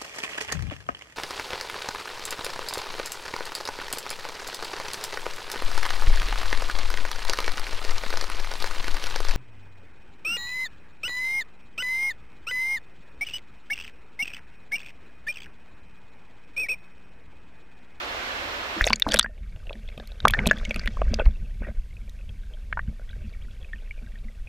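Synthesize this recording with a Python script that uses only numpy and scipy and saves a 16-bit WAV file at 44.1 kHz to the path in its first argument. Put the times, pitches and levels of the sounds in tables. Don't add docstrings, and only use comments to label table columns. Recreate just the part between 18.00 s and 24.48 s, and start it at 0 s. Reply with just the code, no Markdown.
import sys
import numpy as np
from scipy import signal
from scipy.fft import rfft, irfft
from scipy.io import wavfile
from scipy.ndimage import uniform_filter1d

SR = 44100
rng = np.random.default_rng(int(sys.argv[2]) if len(sys.argv) > 2 else 0)


def boost(x):
    u = np.asarray(x, float) / 20
    return 10 ** u


def transcribe(u):
    v = np.clip(np.atleast_2d(u).T, -1, 1)
    q = np.round(v * 32767).astype(np.int16)
    wavfile.write(sys.argv[1], SR, q)


N = 285768

# start in seconds, peak in dB, pitch in Hz, second pitch in Hz, crack in dB.
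POCKETS = [(0.8104, -7.5, 1710, 1640, -59), (0.8176, -23, 1790, 705, -9),
           (0.8419, -11, 3700, 2280, -25), (0.868, -13.5, 590, 6260, -12.5),
           (0.874, -12.5, 2020, 690, -13), (0.8857, -22.5, 4540, 2230, -22.5),
           (0.8988, -23, 4500, 2630, -15), (0.9046, -11.5, 1020, 2900, -43.5),
           (0.9269, -20.5, 1020, 3700, -55.5), (0.932, -2.5, 2270, 4510, -40.5),
           (0.959, -23, 6700, 4350, -23), (0.9986, -27, 2210, 3900, 1), (1.0222, -7.5, 3560, 1910, -33),
           (1.0661, -13.5, 890, 660, -55), (1.0893, -16.5, 4000, 660, -42.5),
           (1.114, -20.5, 3470, 585, -24), (1.1204, -11.5, 3360, 5600, -17.5),
           (1.1366, -16.5, 4880, 1600, -12), (1.1421, -9, 1670, 680, 1.5),
           (1.1465, -10.5, 560, 2500, -15), (1.1609, -14.5, 3290, 1920, -25.5),
           (1.1706, -17, 3728, 1450, -17.5), (1.1896, -11.5, 3800, 1450, -1),
           (1.1944, 0.5, 3430, 1338, -3.5),
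           (2.2032, -28, 3840, 1530, -38), (2.2529, 5, 1209, 710, -29.5),
                   (2.2718, -9, 1034, 610, -51), (2.2823, -13, 3356, 5100, 0),
                   (2.2996, -17.5, 2543, 1120, -52), (2.3081, -23.5, 3300, 2200, 1),
                   (2.3371, -9, 1650, 3500, -56), (2.3472, -19, 1690, 880, -28),
                   (2.3908, -11, 2100, 920, -54), (2.459, -17, 2510, 670, -28), (2.4673, -14, 659, 844, -7),
                   (2.4724, -11.5, 3717, 620, -3), (2.4894, -20.5, 2520, 397, -22),
                   (2.4982, -21, 3390, 1800, -46), (2.5114, -1.5, 1655, 600, -31.5),
                   (2.6519, -23.5, 2920, 6390, -25), (2.6943, -35, 5730, 2760, -20),
                   (2.709, -16, 2510, 560, -25), (2.744, -25.5, 2360, 4500, -17),
                   (2.761, -21, 2560, 1300, -12), (2.7953, -25, 4500, 1590, -28),
                   (2.8593, -24, 2340, 570, -15), (2.8756, -12.5, 1890, 3430, -26),
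           (1.211, -17.5, 3530, 1740, -47), (1.229, -22, 4570, 1380, -26),
              (1.261, -24.5, 1785, 1066, -53), (1.6951, -28, 2570, 555, -36),
              (1.7074, -25.5, 575, 885, -45), (1.9782, -29, 513, 3190, -19),
              (1.9996, -25.5, 576, 3660, -40), (2.0742, -38.5, 4290, 2040, -6),
              (3.0173, -12.5, 600, 1160, -39.5), (3.1353, -21, 580, 930, -38),
              (3.1422, -17.5, 4830, 2650, -20), (3.1889, -21.5, 600, 1550, -49),
              (3.1979, -10, 600, 860, -39.5), (3.2183, -21.5, 500, 1460, -32),
              (3.2559, -34.5, 2580, 4200, -33), (3.6327, -34.5, 1540, 610, -40.5),
              (3.6477, -38, 1850, 556, -30), (3.6849, -37, 600, 1713, -39), (4.0956, -44, 3810, 5960, -5),
              (4.7276, -14.5, 1644, 2083, -43), (4.773, -18.5, 950, 1530, -43),
              (4.7929, -16, 1550, 1196, -46), (4.996, -41, 550, 1445, -40)]
# start in seconds, peak in dB, pitch in Hz.
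SMALL_POCKETS = [(0.803, -31, 1720), (0.8586, -28, 5600), (1.0817, -22, 720), (1.104, -30, 3620),
                 (1.1262, -28, 1750), (1.1774, -23, 3800), (1.2445, -22.5, 1590), (1.2936, -45, 610),
                 (1.3785, -45.5, 2350), (1.5616, -39, 2800), (1.67, -37, 2760), (1.7297, -31, 3320),
                 (1.7548, -40, 1900), (1.889, -37, 3600), (1.9007, -44, 2660), (2.119, -37, 3800),
                 (2.5311, -25, 1670), (2.5702, -32.5, 3450), (2.5763, -32, 1860), (2.5852, -33.5, 3370),
                 (2.5995, -36.5, 2180), (2.613, -33, 1360), (2.6755, -44, 2820), (2.77, -34, 2260),
                 (2.8682, -37, 2010), (2.9703, -27, 1050), (3.2618, -28, 910), (3.6686, -37, 1650)]
SMALL_SECOND_HZ, SMALL_CRACK_DB = 600, -25
SECOND_DB, SECOND_SINKS = -7, 0.074
CRACK_HZ, CRACK_RISES = 9500, .15
TAIL_HZ, TAIL_WIDTH_HZ, TAIL_DB = 640, 38, -10.5

# start in seconds, peak in dB, pitch in Hz, 60 dB decay in seconds.
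AIR_BUBBLES = [(1.211, -27, 1850, 0.047), (1.246, -20, 1640, 0.043), (1.263, -42.5, 1800, 0.13),
               (2.345, -13, 1780, 0.042), (2.515, -7, 1680, 0.028), (2.655, -24, 2175, 0.034),
               (4.733, -44, 1820, 0.11), (4.774, -15.5, 1450, 0.021), (4.8, -37.5, 1880, 0.041),
               (2.712, -20.5, 2250, 0.029), (2.837, -34, 2020, 0.053), (0.811, -33, 1600, 0.058),
               (0.764, -25, 324, 0.12), (0.774, -27.5, 207, 0.083), (0.779, -28, 4090, .01),
               (0.147, -27, 672, .05), (0.42, -33, 580, .06), (1.212, -27, 3520, 0.035),
               (1.23, -36, 4640, 0.041), (2.499, -25.5, 3500, 0.031), (3.647, -33.5, 1880, 0.062),
               (4.796, -37, 1940, 0.028), (3.119, -38, 3300, .012), (1.067, -20, 300, 0.073),
               (1.1, -27.5, 290, .06), (2.279, -21.5, 390, .015), (2.407, -31, 390, 0.068),
               (2.47, -21, 396, .05), (2.758, -33, 390, 0.067), (3.106, -29, 383, 0.074),
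               (4.728, -35.5, 3570, .008), (2.355, -31, 1810, .09), (2.526, -29, 1720, .07),
               (4.776, -27, 980, .03),
               (0.868, -16.0, 6590, 0.012), (0.875, -12, 2540, 0.014), (0.876, -22.5, 3530, 0.029),
                 (0.88, -19.5, 5340, 0.0087), (0.902, -25.5, 4570, 0.01), (0.903, -16, 1550, 0.01),
                 (0.932, -13.0, 1030, 0.013), (0.932, -10.0, 4910, 0.01), (0.932, -8.5, 5470, 0.011),
                 (0.932, -5.5, 4440, 0.019), (1.022, -4.5, 3620, 0.013), (1.072, -16, 1550, 0.0098),
                 (1.089, -19.0, 650, 0.008), (1.112, -26, 4570, 0.053), (1.119, -20.0, 6630, 0.008),
                 (1.12, -23, 1640, 0.026), (1.136, -27.5, 3320, 0.026), (1.141, -17.5, 5730, 0.0069),
                 (1.142, -17.0, 2580, 0.01), (1.149, -25.0, 4390, 0.008), (1.151, -23.5, 3450, 0.008),
                 (1.15, -20, 2110, 0.012), (1.159, -19.0, 650, 0.008), (1.159, -24.5, 1120, 0.022),
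                 (1.193, -16.5, 8310, 0.008), (1.195, -4.0, 4090, 0.008), (1.194, -14.5, 5860, 0.008),
                 (1.261, -17.5, 1770, 0.01),
               (2.251, -26, 2710, 0.014), (2.252, -25, 2250, 0.018), (2.253, -31.0, 5680, 0.008),
                     (2.28, -7.5, 1820, 0.011), (2.281, -13, 2270, 0.027), (2.307, -27.0, 2150, 0.008),
                     (2.308, -29, 900, 0.01), (2.39, -21, 3420, 0.008), (2.408, -25, 950, 0.01),
                     (2.428, -23, 1550, 0.011), (2.458, -26.0, 3360, 0.014), (2.458, -25, 3960, 0.008),
                     (2.471, -22, 6600, 0.008), (2.472, -22.0, 5510, 0.008), (2.471, -17.0, 2540, 0.008),
                     (2.513, -21, 6680, 0.0093), (2.651, -31, 4050, 0.01), (2.695, -28, 2630, 0.011),
                     (2.743, -39, 2750, 0.013), (2.761, -24, 600, 0.018), (2.795, -29.0, 2630, 0.01),
                     (2.795, -24, 4850, 0.015), (2.796, -27.0, 1590, 0.02), (3.017, -27, 2120, 0.008),
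                     (3.018, -20.5, 2670, 0.0068), (3.018, -25, 600, 0.008), (3.142, -22, 5990, 0.0092),
                     (3.142, -19.5, 3500, 0.0089), (3.196, -21.5, 3220, 0.017), (3.198, -23, 2625, 0.039),
                     (3.204, -21.0, 1475, 0.045), (3.208, -23, 2500, 0.014), (3.212, -27, 518, 0.058),
                     (3.261, -31, 2180, 0.02), (3.265, -29, 734, 0.008), (3.686, -28, 600, 0.039)]
# start in seconds, peak in dB, pitch in Hz.
NEAR_BUBBLES = [(3.9687, -42, 2520), (4.078, -50.5, 2340), (4.2114, -48, 2530), (4.2935, -42.5, 3250),
                (4.5377, -42.5, 3190), (5.0935, -42.5, 3360), (4.878, -50.5, 1550), (5.112, -46, 3860),
                (5.295, -52, 4430), (5.1314, -42.5, 1583), (5.6286, -44.5, 3320), (5.647, -40, 2530),
                (5.7337, -27.5, 1814), (5.9103, -29, 2250), (5.9785, -48, 2420), (6.0722, -48, 1590),
                (6.1564, -43.5, 1830), (6.285, -44, 2024)]
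# start in seconds, peak in dB, pitch in Hz.
FAR_BUBBLES = [(1.299, -47, 600), (1.73, -37, 2390), (1.742, -46, 560), (1.878, -37, 3360),
               (1.887, -37, 2540), (1.889, -38, 2110), (1.977, -44, 1210), (1.977, -35.0, 3600),
               (1.978, -35, 2540), (2.0, -38, 1690), (2.02, -48, 600), (3.753, -49, 2200),
               (3.909, -45.0, 2114), (3.929, -46.0, 2260), (4.015, -45, 2240), (4.166, -49.0, 2370),
               (4.19, -43.5, 2590), (4.194, -50.5, 1470), (4.293, -42.0, 2624), (4.571, -46.5, 1550),
               (4.875, -48, 2930), (4.996, -49, 1457), (5.017, -47.0, 1510), (5.081, -52.0, 1510),
               (5.09, -43, 1940), (5.1, -43, 1510), (5.105, -47, 2500), (5.11, -44, 3400),
               (5.131, -45.0, 2240), (5.202, -51, 2290), (5.208, -50.0, 1580), (5.215, -50.0, 2630),
               (5.281, -49.5, 2370), (5.328, -49, 3700), (5.338, -39.5, 2260), (5.348, -45, 1870),
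               (5.373, -50.0, 2195), (5.414, -47, 2330), (5.417, -46, 2840), (5.424, -42.5, 3260),
               (5.441, -48, 2280), (5.484, -47.0, 1467), (5.511, -43, 3360), (5.615, -44, 3320),
               (5.644, -50, 1770), (5.731, -40, 3320), (5.751, -50, 3020), (5.758, -51, 1810),
               (5.76, -40.5, 2540), (5.784, -46.5, 2950), (5.79, -47.0, 2800), (5.799, -53, 1980),
               (5.81, -48.0, 2450), (5.863, -45, 2580), (5.919, -46.5, 2895), (5.99, -41.0, 2370),
               (6.064, -48, 1884), (6.188, -46, 3790), (6.473, -33.5, 2496)]
NEAR_CYCLES, FAR_CYCLES = 55, 52

# start in seconds, peak in dB, pitch in Hz, length in cycles.
SHOVES = [
    (3.255, -2.5, 38.5, 1.57),
    (3.76, -17, 24, 1.37),
    (4.879, -20.5, 97, 1.1),
    (6.389, -21, 22.8, 1.07),
    (2.299, -23, 92, 2.8),
]
# start in seconds, peak in dB.
NUDGES = [(0.901, -28), (1.064, -25), (1.142, -27), (1.242, -40.5), (1.749, -40.5), (1.972, -37),
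          (2.245, -22.5), (2.383, -22.5), (2.419, -32), (2.465, -20.5), (2.54, -32.5), (2.679, -29.5),
          (2.757, -28.5), (2.871, -36.5), (3.11, -26.5), (3.254, -32), (3.607, -34.5), (3.676, -36),
          (4.017, -45.5), (4.88, -36.5), (5.24, -41.5), (5.467, -50), (5.735, -43), (6.017, -42.5),
          (6.135, -46), (6.249, -45.5)]
NUDGE_RISE_S, NUDGE_T60_S = 0.0045, .18
NUDGE_SAG, SAG_S = 0.077, .02
THUD_DB, THUD_S = 6.5, .004
HUM_HZ, HUM_WIDTH_HZ, HUM_UNDER_CURRENT_DB = 216, 18, -28

# time in seconds, force in dB, loose air in it in dB.
CURRENT = [(0.78, -39, -12), (0.81, -23, -32), (1.02, -47, -56.5), (1.08, -36, -44), (1.3, -38, -63),
           (1.8, -37, -57.5), (2.2, -37, -57.5), (2.27, -25, -45.5), (2.41, -33, -46), (2.95, -30, -49),
           (3.08, -21.5, -49.5), (3.27, -24.5, -51), (3.41, -29.5, -59.5), (3.75, -36, -61.5),
           (4.5, -34.5, -62), (4.85, -31, -60.5), (5.2, -35.5, -58), (6.48, -37.5, -62)]
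# frequency in Hz, level in dB per Hz.
ROCKING = [(8.8, -18), (15, 3.5), (27, 8), (41, 5), (141, -22), (216, -26), (269, -41.5), (400, -39),
           (520, -75), (880, -120)]

# frequency in Hz, width in Hz, level in dB.
SHELL = [(454, 280, 4.5), (600, 65, 2), (1220, 180, -5.5), (1550, 190, 1), (1865, 220, -3),
         (2250, 290, -0.5), (2650, 260, -3), (3360, 290, -9), (4500, 600, -17.5)]
GRIT_PER_S, GRIT_DB = 220, 3
FIZZ_GROWS = .3
# start in seconds, length in seconds, wash in dB, crackle in dB.
SWISHES = [
    (0.83, .085, -42, -46),
    (1.07, .115, -37, -46),
    (1.692, 0.046, -69.5, -74),
    (2.35, 0.11, -39, -68),
    (2.45, .05, -41, -64),
    (3.184, 0.036, -35, -75),
    (3.245, 0.025, -42, -66),
    (3.596, 0.11, -48.5, -85),
    (3.66, 0.06, -48, -85),
]

# frequency in Hz, level in dB.
HISS = [(410, -34.5), (700, -7.5), (1130, -6.5), (1500, -12.5), (2310, -6.5), (3110, -6.5), (12000, -17),
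        (15500, -25)]
HISS_DB = -66

# frequency in Hz, level in dB per Hz.
STREAM = [(15, -51), (25, -3), (79, -5.5), (156, -21), (246, -9), (614, -5), (762, -6.5), (1710, -7.5),
          (3440, -12), (5430, -20.5), (10100, -39.5), (15500, -33)]
# time in seconds, level in dB.
STREAM_LEVEL = [(0, -35.5), (.3, -34.5), (.76, -35.5)]
# frequency in Hz, left-right likeness from -1 to 1.
LIKENESS = [(60, 0.94), (180, 1), (550, 0.59), (1650, -0.61), (4970, 0.17), (15000, -0.013)]
# frequency in Hz, left minus right in dB.
LEAN = [(60, -1.5), (240, 1.5), (950, -4.5), (3770, -3.5), (15000, 0.5)]
CHANGE_START_S, CHANGE_END_S = 0.81, .815


def rms_one(x):
    return x / np.sqrt(np.mean(x ** 2) + 1e-20)


def in_time(rows):
    s, *columns = np.transpose(rows)
    return [np.interp(np.arange(N) / SR, s, column) for column in columns]


def at_hz(points, hz):
    points_hz, values = np.transpose(points)
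    return np.interp(np.log(hz), np.log(points_hz), values)


def drift(rate):
    r = np.exp(-80 * np.pi * rate / SR)
    white = rng.standard_normal(N // 40 + 2002)
    slow = signal.lfilter([1], [1, -2 * r, r * r], white)[2000:]
    return np.interp(np.arange(N) / 40, np.arange(len(slow)), rms_one(slow))


def resonate(x, hz, width_hz):
    r = np.exp(-np.pi * width_hz / SR)
    poles = [1, -2 * r * np.cos(2 * np.pi * hz / SR), r * r]
    return signal.lfilter((1 - r * r) / 2 * np.array([1, 0, -1]), poles, x)


def butter(x, order, hz, kind):
    return signal.sosfilt(signal.butter(order, hz, kind, fs=SR, output="sos"), x)


def band_noise(low_hz, high_hz):
    return rms_one(butter(rng.standard_normal(N), order=2, hz=[low_hz, high_hz], kind="band"))


def coloured(spectrum):
    hz = np.arange(N // 2 + 1) * SR / N + 1e-3
    inside = (hz > spectrum[0][0]) & (hz < spectrum[-1][0])
    return rms_one(irfft(rfft(rng.standard_normal(N)) * boost(at_hz(spectrum, hz)) * inside, N))


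def evened(x, span_s, share):
    swell = np.sqrt(uniform_filter1d(x * x, int(span_s * SR)) + 0.025)
    return rms_one(x / swell ** np.clip(share, 0, 1))


def grains(per_s, spread_db):
    sizes = boost(spread_db * np.minimum(rng.exponential(1, N), 4)) * rng.choice([-1, 1], N)
    return sizes * (rng.random(N) < per_s / SR) + 1e-18


def bubble(t, hz, t60, rise, swell_cycles):
    swell = (1 - np.exp(-t * hz / swell_cycles)) ** 2
    return np.sin(2 * np.pi * hz * t * (1 + rise * t / t60)) * boost(-60 * t / t60) * swell


def pockets(cycles, shortest_s, spatter_db, tail_db, crack_s):
    out, t = np.zeros(N), np.arange(int(.06 * SR)) / SR
    small = [(*row, SMALL_SECOND_HZ, SMALL_CRACK_DB) for row in SMALL_POCKETS]
    rows = [*POCKETS, *small]
    noises = rng.standard_normal((len(rows), 3, len(t)))
    spatter = boost(spatter_db) * np.exp(-t / 0.0019)
    tail = boost(tail_db) * np.exp(-t / 0.0037)
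    burst = (spatter + tail) * (1 - np.exp(-t / 0.00044))
    snap = (t / crack_s) * np.exp(1 - t / crack_s)
    for (s, db, hz, other_hz, crack_db), (fine, coarse, second) in zip(rows, noises):
        crack_hz = min(CRACK_HZ * boost(-CRACK_RISES * (db + 13.0)), 13000)
        crack_band = [0.4 * crack_hz, min(1.17 * crack_hz, 16000)]
        crack = boost(crack_db + 2.0) * butter(fine * snap, order=2, hz=crack_band, kind="band")
        other_db = SECOND_DB - SECOND_SINKS * (db + 19.5)
        sound = 0
        for pitch_hz, part_db, noise in ((hz, 0, coarse), (other_hz, other_db, second)):
            rough = resonate(resonate(noise * burst, pitch_hz, .45 * pitch_hz), pitch_hz, .7 * pitch_hz)
            t60 = shortest_s + cycles / pitch_hz
            clean = bubble(t, pitch_hz, t60, rise=0.0067, swell_cycles=0.18)
            sound = sound + boost(part_db + 1.5) * (clean + rough * np.sqrt(4000 / pitch_hz))
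        sound = butter(sound, order=4, hz=min(1.46 * max(hz, other_hz), 12000), kind="low")
        at = int((s - .0005) * SR)
        out[at:at + len(t)] += boost(db) * (sound + crack)
    return out


def chirps():
    out, t = np.zeros(N + SR), np.arange(int(.2 * SR)) / SR
    near = [(s, db + 5.0, hz, NEAR_CYCLES / hz) for s, db, hz in NEAR_BUBBLES]
    far = [(s, db, hz, FAR_CYCLES / hz) for s, db, hz in FAR_BUBBLES]
    for s, db, hz, t60 in [*AIR_BUBBLES, *near, *far]:
        at = int((s - .001) * SR)
        out[at:at + len(t)] += boost(db) * bubble(t, hz, t60, rise=0.012, swell_cycles=0.98)
    return out[:N]


def popping_air():
    pops = pockets(cycles=4.3, shortest_s=0.01, spatter_db=4.5, tail_db=-23.5, crack_s=0.00045) + chirps()
    return pops + boost(TAIL_DB) * resonate(pops, TAIL_HZ, TAIL_WIDTH_HZ)


def shoves():
    out, t = np.zeros(N), np.arange(N) / SR
    for s, db, hz, cycles in SHOVES:
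        turn = np.clip((t - s) * hz, 0, cycles)
        out -= boost(db) * np.sin(2 * np.pi * turn) * np.sin(np.pi * (turn / cycles) ** 0.94) ** 2
    return out


def nudges():
    t, swell, note = np.arange(int(.4 * SR)) / SR, np.zeros(N + SR), np.zeros(N + SR)
    shape = boost(-60 * t / NUDGE_T60_S) * (1 - np.exp(-t / NUDGE_RISE_S))
    sagging_t = t + NUDGE_SAG * SAG_S * (1 - np.exp(-t / SAG_S))
    ring = shape * np.sin(2 * np.pi * HUM_HZ * sagging_t)
    thud = boost(THUD_DB) * (1 - t / (2 * THUD_S)) * t / THUD_S * np.exp(1 - t / THUD_S)
    for s, db in NUDGES:
        at = int(s * SR)
        swell[at:at + len(t)] += boost(db) * shape
        note[at:at + len(t)] += boost(db) * (ring - thud)
    return swell[:N], note[:N]


def current_rumble(force_db):
    return boost(force_db + 2.5 * drift(15)) * evened(coloured(ROCKING), span_s=0.07, share=0.9)


def shell_hum(shaken):
    hum = resonate(resonate(rng.standard_normal(N), HUM_HZ, HUM_WIDTH_HZ), HUM_HZ, 3 * HUM_WIDTH_HZ)
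    slosh = band_noise(110, 230)
    return shaken * (boost(-5.0) * evened(hum, span_s=.03, share=0.58) + boost(-5.5) * slosh)


def gritty():
    return rng.standard_normal(N) + boost(GRIT_DB) * rms_one(grains(GRIT_PER_S, 3.5))


def churn(lumpy_db, bubble_db):
    together, wash = 2.2 * drift(30), 0
    for k, (hz, width_hz, db) in enumerate(SHELL):
        gain = (-1) ** k * boost(db + together + lumpy_db * drift(30))
        wash = wash + gain * resonate(resonate(gritty(), hz, width_hz * 1.2), hz, width_hz * 1.2)
    clicks, dealt, bubbles = grains(160, 2.5), rng.integers(0, 16, N), 0
    for k, hz in enumerate(np.geomspace(1350, 3700, 16)):
        bubbles = bubbles + resonate(resonate(clicks * (dealt == k), hz, hz / 18), hz, hz / 5)
    return rms_one(rms_one(wash) + boost(bubble_db) * rms_one(bubbles))


def crackle():
    bursts = signal.lfilter([1], [1, -np.exp(-1 / (0.0004 * SR))], np.abs(grains(180, 4.2)))
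    return rms_one(butter(bursts * rng.standard_normal(N), order=2, hz=[2500, 11000], kind="band"))


def swish_gain(column):
    t = np.arange(N) / SR
    return sum(boost(row[column]) * np.sin(np.pi * np.clip((t - row[0]) / row[1], 0, 1)) for row in SWISHES)


def passing_water(air_db):
    wash = churn(lumpy_db=4.5, bubble_db=-9)
    dull = butter(wash, order=3, hz=2900, kind="low")
    fizz_db = 3.0 * drift(40) - 16.0 + FIZZ_GROWS * (air_db - air_db.mean())
    fizz = boost(fizz_db) * band_noise(3300, 6500)
    swishes = swish_gain(column=2) * dull + swish_gain(column=3) * crackle()
    return boost(air_db) * (wash + fizz) + swishes


def gain_control(pops, depth, release_db_s):
    ramp = release_db_s * np.arange(N) / SR
    over_db = np.maximum(20 * np.log10(np.abs(pops) + 1e-9) + 22, 0)
    held_db = np.maximum.accumulate(over_db + ramp) - ramp
    return boost(-depth * uniform_filter1d(held_db, size=400))


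def background_hiss(pops):
    return boost(HISS_DB) * coloured(HISS) * gain_control(pops, depth=0.33, release_db_s=53.0)


def stream(patchy_db, fleck_db):
    out, edges = 0, 22 * 2 ** np.arange(0, 9.7, 1 / 3)
    white = rng.standard_normal((2, 2, SR)) + boost(fleck_db) * grains(1800, 2.9)[:SR]
    for k, (low, high) in enumerate(zip(edges, edges[1:])):
        mid, side = butter(white[k % 2], order=2, hz=[low, high], kind="band")
        hz = np.sqrt(low * high)
        alike = np.clip(at_hz(LIKENESS, hz), -.3, .99)
        flicker_db = patchy_db * drift(23)[:SR]
        gain = boost(at_hz(STREAM, min(hz, 15000)) + flicker_db) / np.sqrt(1 + alike)
        lean = boost(at_hz(LEAN, hz) / 2 * np.array([[1], [-1]]))
        out = out + gain * lean * (np.sqrt(1 + alike) * mid + np.sqrt(1 - alike) * side * [[1], [-1]])
    out = signal.sosfilt(signal.ellip(10, .3, 50, 15700, fs=SR, output="sos"), out)
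    out = out / np.sqrt(np.mean(out.mean(axis=0) ** 2))
    return np.pad(out, ((0, 0), (0, N - SR))) * boost(in_time(STREAM_LEVEL)[0])


def scene():
    force_db, air_db = in_time(CURRENT)
    pops = popping_air()
    swell, note = nudges()
    shaken = boost(force_db + HUM_UNDER_CURRENT_DB) + swell
    bed = current_rumble(force_db) + shell_hum(shaken) + passing_water(air_db) + background_hiss(pops)
    under = np.interp(np.arange(N) / SR, [CHANGE_START_S, CHANGE_END_S], [0, 1])
    housing = under ** 3 * bed + pops + shoves() + note
    above = stream(patchy_db=.7, fleck_db=-8)
    return np.sqrt(1 - under) * above + housing


def top_cut(x):
    return signal.sosfilt(signal.butter(12, 16510, fs=SR, output="sos"), x)


def record(dry):
    rounded = .98 * np.tanh(dry / .98)
    mix = signal.sosfilt(signal.cheby2(8, 50, 16600, fs=SR, output="sos"), rounded)
    return top_cut(mix)


dry = scene()
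out = record(dry)
transcribe(out)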